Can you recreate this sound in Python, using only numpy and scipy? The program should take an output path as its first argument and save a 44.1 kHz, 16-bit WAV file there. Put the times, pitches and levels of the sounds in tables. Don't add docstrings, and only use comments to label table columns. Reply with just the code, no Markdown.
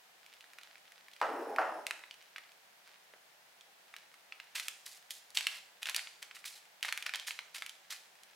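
import sys
import numpy as np
from scipy import signal
from scipy.fft import rfft, irfft, next_fast_len
from scipy.io import wavfile
from scipy.ndimage import map_coordinates

SR = 44100
rng = np.random.default_rng(int(sys.argv[2]) if len(sys.argv) > 2 else 0)


def master_out(mix):
    frames = np.transpose(np.atleast_2d(mix))
    ceiling = np.clip(frames, -1, 1)
    pcm = np.round(ceiling * 32767).astype(np.int16)
    wavfile.write(sys.argv[1], SR, pcm)


N = 368235

# t/s, press/s, drag/s, relative level/dB, firmness/dB (paper rustle over bristle hiss)
STROKES = [(4.548, 0.054, 0.071, -38.5, 0.5), (4.857, 0.016, 0.1, -43.5, -9),
           (5.102, 0.0146, 0.069, -43, -14), (5.345, 0.0084, 0, -37.5, -6),
           (5.364, 0.032, 0.19, -37.5, 4.5), (5.816, 0.017, 0, -46.5, 3), (5.856, .052, 0, -42.5, 10),
           (5.959, .024, .02, -39, 22), (6.218, .015, 0, -47, 4), (6.345, 0.017, 0.044, -49, -4),
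           (6.45, 0.032, 0.098, -42, -4.5), (6.824, .075, 0.106, -43, 9.5), (7.057, 0.015, 0, -39.5, 26),
           (7.138, .022, 0.071, -43.5, 18), (7.264, 0.033, 0.023, -39.5, -3.5), (7.542, .04, .06, -44.5, 1),
           (7.9, .03, 0.036, -39, -1)]
# t/s, length/s, relative level/dB
SETTLING = [(0.202, 1.06, -65), (1.9, 0.63, -67), (2.819, 0.14, -64.5), (3.85, 0.32, -67.5),
            (4.245, 3.8, -71), (8.095, 0.24, -69.5)]
# t/s, relative level/dB, f/Hz, crack/dB
KNOCKS = [(1.2142, -28, 1030, -9.5), (1.2267, -31.5, 1010, -17), (1.5843, -24.5, 1335, -37),
          (3.1365, -58, 550, -28)]
# f/Hz, level/dB
PAPER_EQ = [(60, -71), (200, -48.5), (400, -15.5), (800, -11.5), (1300, -1.5), (2200, 2.5), (3400, -1),
            (4800, -3), (6500, -12.5), (15000, -51.5)]
BRISTLE_EQ = [(100, -92), (1500, -14.5), (4000, 2.5), (6000, 0), (10000, -2), (13000, -6.5), (16000, -14.5)]
RASP_EQ = [(60, -57), (250, -44), (550, -5.5), (1200, -2), (2200, 4.5), (3200, 3), (4700, -0.5), (6500, -9),
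           (15000, -27)]
RATTLE_EQ = [(70, -44), (200, -49), (550, 7), (850, -1), (1050, 3.5), (1450, 5), (1900, -0.5), (2300, -10),
             (2800, -9), (3600, -24.5), (6000, -27), (15000, -62)]


def brush(rise_s=0.0073, release_s=0.015, lift_s=0.0074, sag_db=3, drag_db=-13.5, trim_db=-1):
    out, t = np.zeros(N), np.arange(SR // 4) / SR
    for s, press_s, drag_s, db, firmness_db in STROKES:
        sag = amp(sag_db * (0.5 - 2 * np.minimum(t / press_s, 1)))
        press = held(t, rise_s, press_s, release_s) * sag
        drag = amp(drag_db) * held(t, rise_s, press_s + drag_s, lift_s)
        catching = amp(wobble(per_s=138.6, depth_db=2, size=len(t)))
        touch = np.maximum(press, drag) * catching
        low_cut_hz = max(570, 960 * 2 ** (-firmness_db / 8))
        rasp = coloured(grains(2600, scatter_db=6.5, size=len(t)), RASP_EQ)
        rustle = unit(low_cut(rasp, low_cut_hz))
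        hiss = unit(coloured(grains(6000, scatter_db=8.5, size=len(t)), BRISTLE_EQ))
        rustle_db, hiss_db = rustle_and_hiss(db + trim_db, firmness_db)
        add(out, s, touch * (amp(rustle_db) * rustle + amp(hiss_db) * hiss))
    return out


def rustle_and_hiss(db, firmness_db):
    hiss_db = db - 10 * np.log10(1 + amp(firmness_db) ** 2)
    return hiss_db + firmness_db, hiss_db


def crease(db, hz, treble_db, trim_db=-8.5, crackle_db=-3, size=1024):
    t = np.arange(size) / SR
    onset = 1 - np.exp(-t / 0.00063)
    decay = lambda t60: amp(-60 * t / t60) * onset
    flip = unit(np.sin(2 * np.pi * hz * t) * decay(t60=0.0022))
    patch_eq = np.array(PAPER_EQ) * [hz / 2500, 1]
    crackle = unit(coloured(rng.standard_normal(size) * decay(t60=0.014), patch_eq))
    edge = unit(coloured(toneless(decay(t60=0.0075)), BRISTLE_EQ))
    body = unit(flip + amp(crackle_db) * crackle)
    return amp(db + trim_db) * low_cut(body + amp(treble_db) * edge, hz=750)


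def snaps():
    # t/s, relative level/dB, f/Hz, treble/dB
    buckles = [(0.408, -50.5, 3080, -9.5), (0.4416, -53.5, 1930, -17), (0.5858, -45.5, 2100, -10),
               (0.633, -50.5, 3050, -5.5), (0.7557, -51.5, 2230, -22), (1.0836, -50.5, 2040, -10),
               (1.135, -53.5, 3250, -5), (1.164, -53, 2500, -8), (1.5618, -37.5, 2230, -12.5),
               (1.867, -32.5, 2370, -4), (1.9091, -30.5, 2040, -10), (2.0378, -44.5, 2000, -31),
               (2.11, -42.5, 2960, -17), (2.361, -39.5, 2180, -23), (2.382, -41.5, 1980, -12),
               (3.1369, -52, 1750, -25), (3.6098, -52.5, 3550, -12), (3.9398, -44, 1890, -15),
               (3.9644, -43.5, 2800, -7.5), (4.323, -39.5, 2460, -35), (4.4001, -41.5, 2410, -18),
               (4.6828, -35.5, 2670, 1.5), (5.1071, -40.5, 3280, 1.5), (5.3038, -64.5, 4950, 11),
               (5.3723, -22.5, 3400, -15), (5.4085, -34.5, 2270, -8.5), (5.4688, -24.5, 2810, -9.5),
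               (5.8301, -36, 2680, -3.5), (5.8568, -34.5, 2940, -12), (5.8876, -33.5, 2400, -13),
               (5.896, -35.5, 2250, 0.5), (5.946, -31.5, 2630, -4.5), (5.963, -31, 4600, 0),
               (5.9931, -36, 2440, -22), (6.0722, -42, 2550, -36), (6.2271, -42.5, 2800, -12),
               (6.3115, -44.5, 2320, -37), (6.367, -46.5, 2080, -24), (6.4422, -44.5, 2260, -11),
               (6.8279, -29.5, 2830, -7.5), (6.8484, -33, 1830, -17), (6.8879, -34.5, 1970, -29),
               (6.925, -28.5, 2240, -7.5), (6.9756, -34.5, 2450, -4.5), (7.025, -37.5, 2660, -8),
               (7.065, -31.5, 2480, -13), (7.0933, -35.5, 2270, -15), (7.1375, -32, 2260, -13.5),
               (7.147, -33.5, 3320, -18), (7.1574, -38.5, 2670, 0), (7.1977, -39.5, 3200, -9),
               (7.308, -34, 2450, -13), (7.39, -35, 2320, -15), (7.622, -35, 2040, -12),
               (7.663, -40.5, 2560, -3.5), (7.6943, -41.5, 3400, -5.5), (8.2339, -58, 3470, 5.5)]
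    out = np.zeros(N)
    for s, db, hz, treble_db in buckles:
        add(out, s, crease(db, hz, treble_db))
    return out


def random_creases(crinkles_per_s=35, pops_per_s=8, scatter_db=5, centre_hz=2400, octaves=0.48):
    crinkles = [(s, press_s, rustle_and_hiss(db, firmness_db)[0] + 1, crinkles_per_s)
                for s, press_s, _, db, firmness_db in STROKES]
    pops = [(s, length_s, db + 7.5, pops_per_s) for s, length_s, db in SETTLING]
    out = np.zeros(N)
    for s, length_s, db, per_s in crinkles + pops:
        count = round(length_s * per_s)
        for k, (jitter, softness, pitch) in enumerate(rng.uniform(-1, 1, (count, 3))):
            sound = crease(db - scatter_db * softness, centre_hz * 2 ** (octaves * pitch), treble_db=-4)
            add(out, s + length_s * (k + (1 + jitter) / 2) / count, sound)
    return out


def ticks(trim_db=-3, rise_s=0.05, release_s=0.04):
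    t = np.arange(N) / SR
    stir = sum(amp(db) * held(t - s, rise_s, length_s, release_s) for s, length_s, db in SETTLING)
    return amp(trim_db) * stir * unit(coloured(grains(75, scatter_db=4), PAPER_EQ))


def drawer(start_s=1.214, slows_s=1.463, rest_s=1.8, gather_db_per_s=19, slowing_db_per_s=32):
    # f/Hz, level/dB
    rumble_eq = [(60, -61), (140, -48), (200, -15), (300, -5), (380, -2.5), (440, 3.5), (520, -3.5),
                 (800, -8.5), (3000, -41.5)]
    # f/Hz, width/Hz, level/dB
    panel_modes = [(436, 27, -17), (586, 63, 0.5), (636, 44, 3.5), (722, 19, 0), (803, 24, -8),
                   (823, 140, -14.5)]
    runner_modes = [(5330, 250, -23), (9800, 79, -20), (14600, 150, -43)]
    # f/Hz, level/dB
    drive_eq = [(100, -30), (450, -13.5), (850, 2.0), (2500, -13.5)]
    t = np.arange(N) / SR
    moving = held(t - start_s, rise_s=0.0021, hold_s=rest_s - start_s, release_s=0.038)
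    speed_db = np.minimum(gather_db_per_s * (t - slows_s), slowing_db_per_s * (slows_s - t))
    rolling = amp(speed_db + wobble(per_s=35, depth_db=2.5))
    boom = np.hypot(amp(-50), amp(-10.5) * shaking(t, db_per_s=92))
    jostle = np.hypot(amp(-54) * rolling, amp(-11) * shaking(t, db_per_s=118))
    bumps = lambda eq: unit(coloured(grains(2500, scatter_db=5), eq))
    rumble = amp(-45.5) * rolling * bumps(rumble_eq)
    panels = boom * resonant(bumps(drive_eq), panel_modes)
    rattle = jostle * bumps(RATTLE_EQ)
    ring = amp(-72) * resonant(grains(440, scatter_db=6), runner_modes)
    return low_cut(moving * (rumble + panels + rattle + ring), hz=195)


def knocks(contact_s=0.00064, clatter_db=-5, trim_db=-10):
    out, t = np.zeros(N), np.arange(SR // 20) / SR
    burst = lambda eq, t60: unit(coloured(rng.standard_normal(len(t)) * amp(-60 * t / t60), eq))
    for s, db, hz, crack_db in KNOCKS:
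        push = unit(np.sin(2 * np.pi * hz * t) * t ** 2 * np.exp(-t / contact_s))
        clatter = amp(clatter_db) * burst(RATTLE_EQ, t60=0.083)
        crack = amp(crack_db) * burst(RASP_EQ, t60=0.015)
        add(out, s, amp(db + trim_db) * (push + clatter + crack))
    return low_cut(out, hz=260)


def shaking(t, db_per_s):
    return np.sqrt(sum((t > s) * amp(db - db_per_s * np.abs(t - s)) ** 2 for s, db, *_ in KNOCKS))


def thud(gain_db=-53, top_hz=130):
    lows = filtered(rng.standard_normal(N), lambda hz: 1 / (1 + (hz / top_hz) ** 4))
    return amp(gain_db) * shaking(np.arange(N) / SR, db_per_s=110) * unit(low_cut(lows, hz=60))


def kitchen(x, wet_db, worktop_s=0.0061, worktop_db=-15, size=16384):
    # f/Hz, t60/s
    decay_times = [(300, 0.63), (1000, 0.6), (2800, .46), (7000, 0.61), (15000, 0.36)]
    # f/Hz, left-right likeness
    likeness = [(300, 0.98), (1000, 0.69), (3000, 0.55), (10000, 0.4)]
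    near = x.copy()
    add(near, worktop_s, amp(worktop_db) * x)
    walls = np.zeros((2, N))
    for start in range(0, N, size // 2):
        piece = x[start:start + size]
        piece = piece * np.sin(np.pi * np.arange(len(piece)) / size)
        hz, t, noise = signal.stft(rng.standard_normal((2, SR // 3)), SR, nperseg=256)
        decay = amp(-60 * t / along(decay_times, hz)[:, None])
        onset = np.minimum(t / 0.0017, 1)
        tail = signal.istft(noise * decay * onset, SR, nperseg=256)[1]
        reverb = signal.fftconvolve(piece[None], tail / np.linalg.norm(tail[0]), axes=1)
        for side, sound in zip(walls, reverb):
            add(side, start / SR, sound)
    return near + amp(wet_db) * spread(walls, likeness)


def room_tone(level_db=-62.5):
    # f/Hz, relative level/dB
    hush_eq = [(25, -38), (48, -21), (75, -29.5), (120, -20.5), (180, -14), (260, -18.5), (450, -9.5),
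               (750, -2.5), (1150, -7.5), (1700, -4.5), (3000, -8), (5000, -11.5), (8000, -16.5),
               (16000, -20.5)]
    # f/Hz, left-right likeness
    likeness = [(60, 0.96), (180, 0.81), (550, 0.3), (1650, 0.019), (4970, 0.062), (15000, 0.61)]
    noise = filtered(rng.standard_normal((2, N)), lambda hz: amp(along(hush_eq, hz)))
    return amp(level_db) * unit(spread(noise, likeness))


def amp(db):
    return 10 ** (np.asarray(db) / 20)


def unit(x):
    return x / np.sqrt(np.mean(x ** 2) + 1e-20)


def along(points, hz):
    f, values = np.transpose(points)
    return np.interp(np.log(hz + 1), np.log(f + 1), values)


def add(track, s, sound):
    part = track[round(s * SR):][:len(sound)]
    part += sound[:len(part)]


def held(t, rise_s, hold_s, release_s):
    return np.clip(t / rise_s, 0, 1) * np.exp(-np.maximum(t - hold_s, 0) / release_s)


def wobble(per_s, depth_db, size=N):
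    knots = rng.standard_normal(int(size * per_s / SR) + 4)
    return depth_db * np.clip(map_coordinates(knots, [np.arange(size) * per_s / SR]), -2, 2)


def grains(per_s, scatter_db, size=N):
    strength = amp(scatter_db * np.clip(rng.standard_normal(size), -2, 2))
    polarity = rng.choice([-1, 1], size)
    return strength * polarity * (rng.random(size) < per_s / SR)


def toneless(envelope):
    spectrum = rfft(rng.standard_normal(len(envelope)) * envelope)
    return irfft(spectrum / (np.abs(spectrum) + 1e-12)) * np.sqrt(envelope)


def filtered(x, response):
    n = x.shape[-1]
    padded = next_fast_len(n + 4096)
    return irfft(rfft(x, padded) * response(np.fft.rfftfreq(padded, 1 / SR)), padded)[..., :n]


def coloured(x, eq, size=1024):
    cepstrum = irfft(np.log(amp(along(eq, np.fft.rfftfreq(size, 1 / SR)))))
    cepstrum[1:size // 2] *= 2
    cepstrum[size // 2 + 1:] = 0
    return signal.fftconvolve(x, irfft(np.exp(rfft(cepstrum))))[:len(x)]


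def low_cut(x, hz):
    return signal.sosfilt(signal.butter(2, hz, "high", fs=SR, output="sos"), x)


def resonant(x, modes):
    peak = lambda f, hz, width: 1j * f * width / (hz * hz - f * f + 1j * f * width)
    return unit(filtered(x, lambda f: sum(amp(db) * peak(f, hz, width) for hz, width, db in modes)))


def spread(pair, likeness):
    angle = lambda hz: np.arccos(np.clip(along(likeness, hz), -1, 1)) / 2
    mid, side = filtered(pair, lambda hz: np.array([np.cos(angle(hz)), np.sin(angle(hz))]))
    return np.array([mid + side, mid - side])


def scene():
    background = kitchen(drawer() + knocks() + thud(), wet_db=-4.5) + room_tone()
    tray = kitchen(snaps() + brush() + ticks() + random_creases(), wet_db=-7.5)
    return tray * amp([[-0.6], [0.6]]) + background


def record(dry):
    return filtered(dry, lambda hz: hz < 15900)


dry = scene()
out = record(dry)
master_out(out)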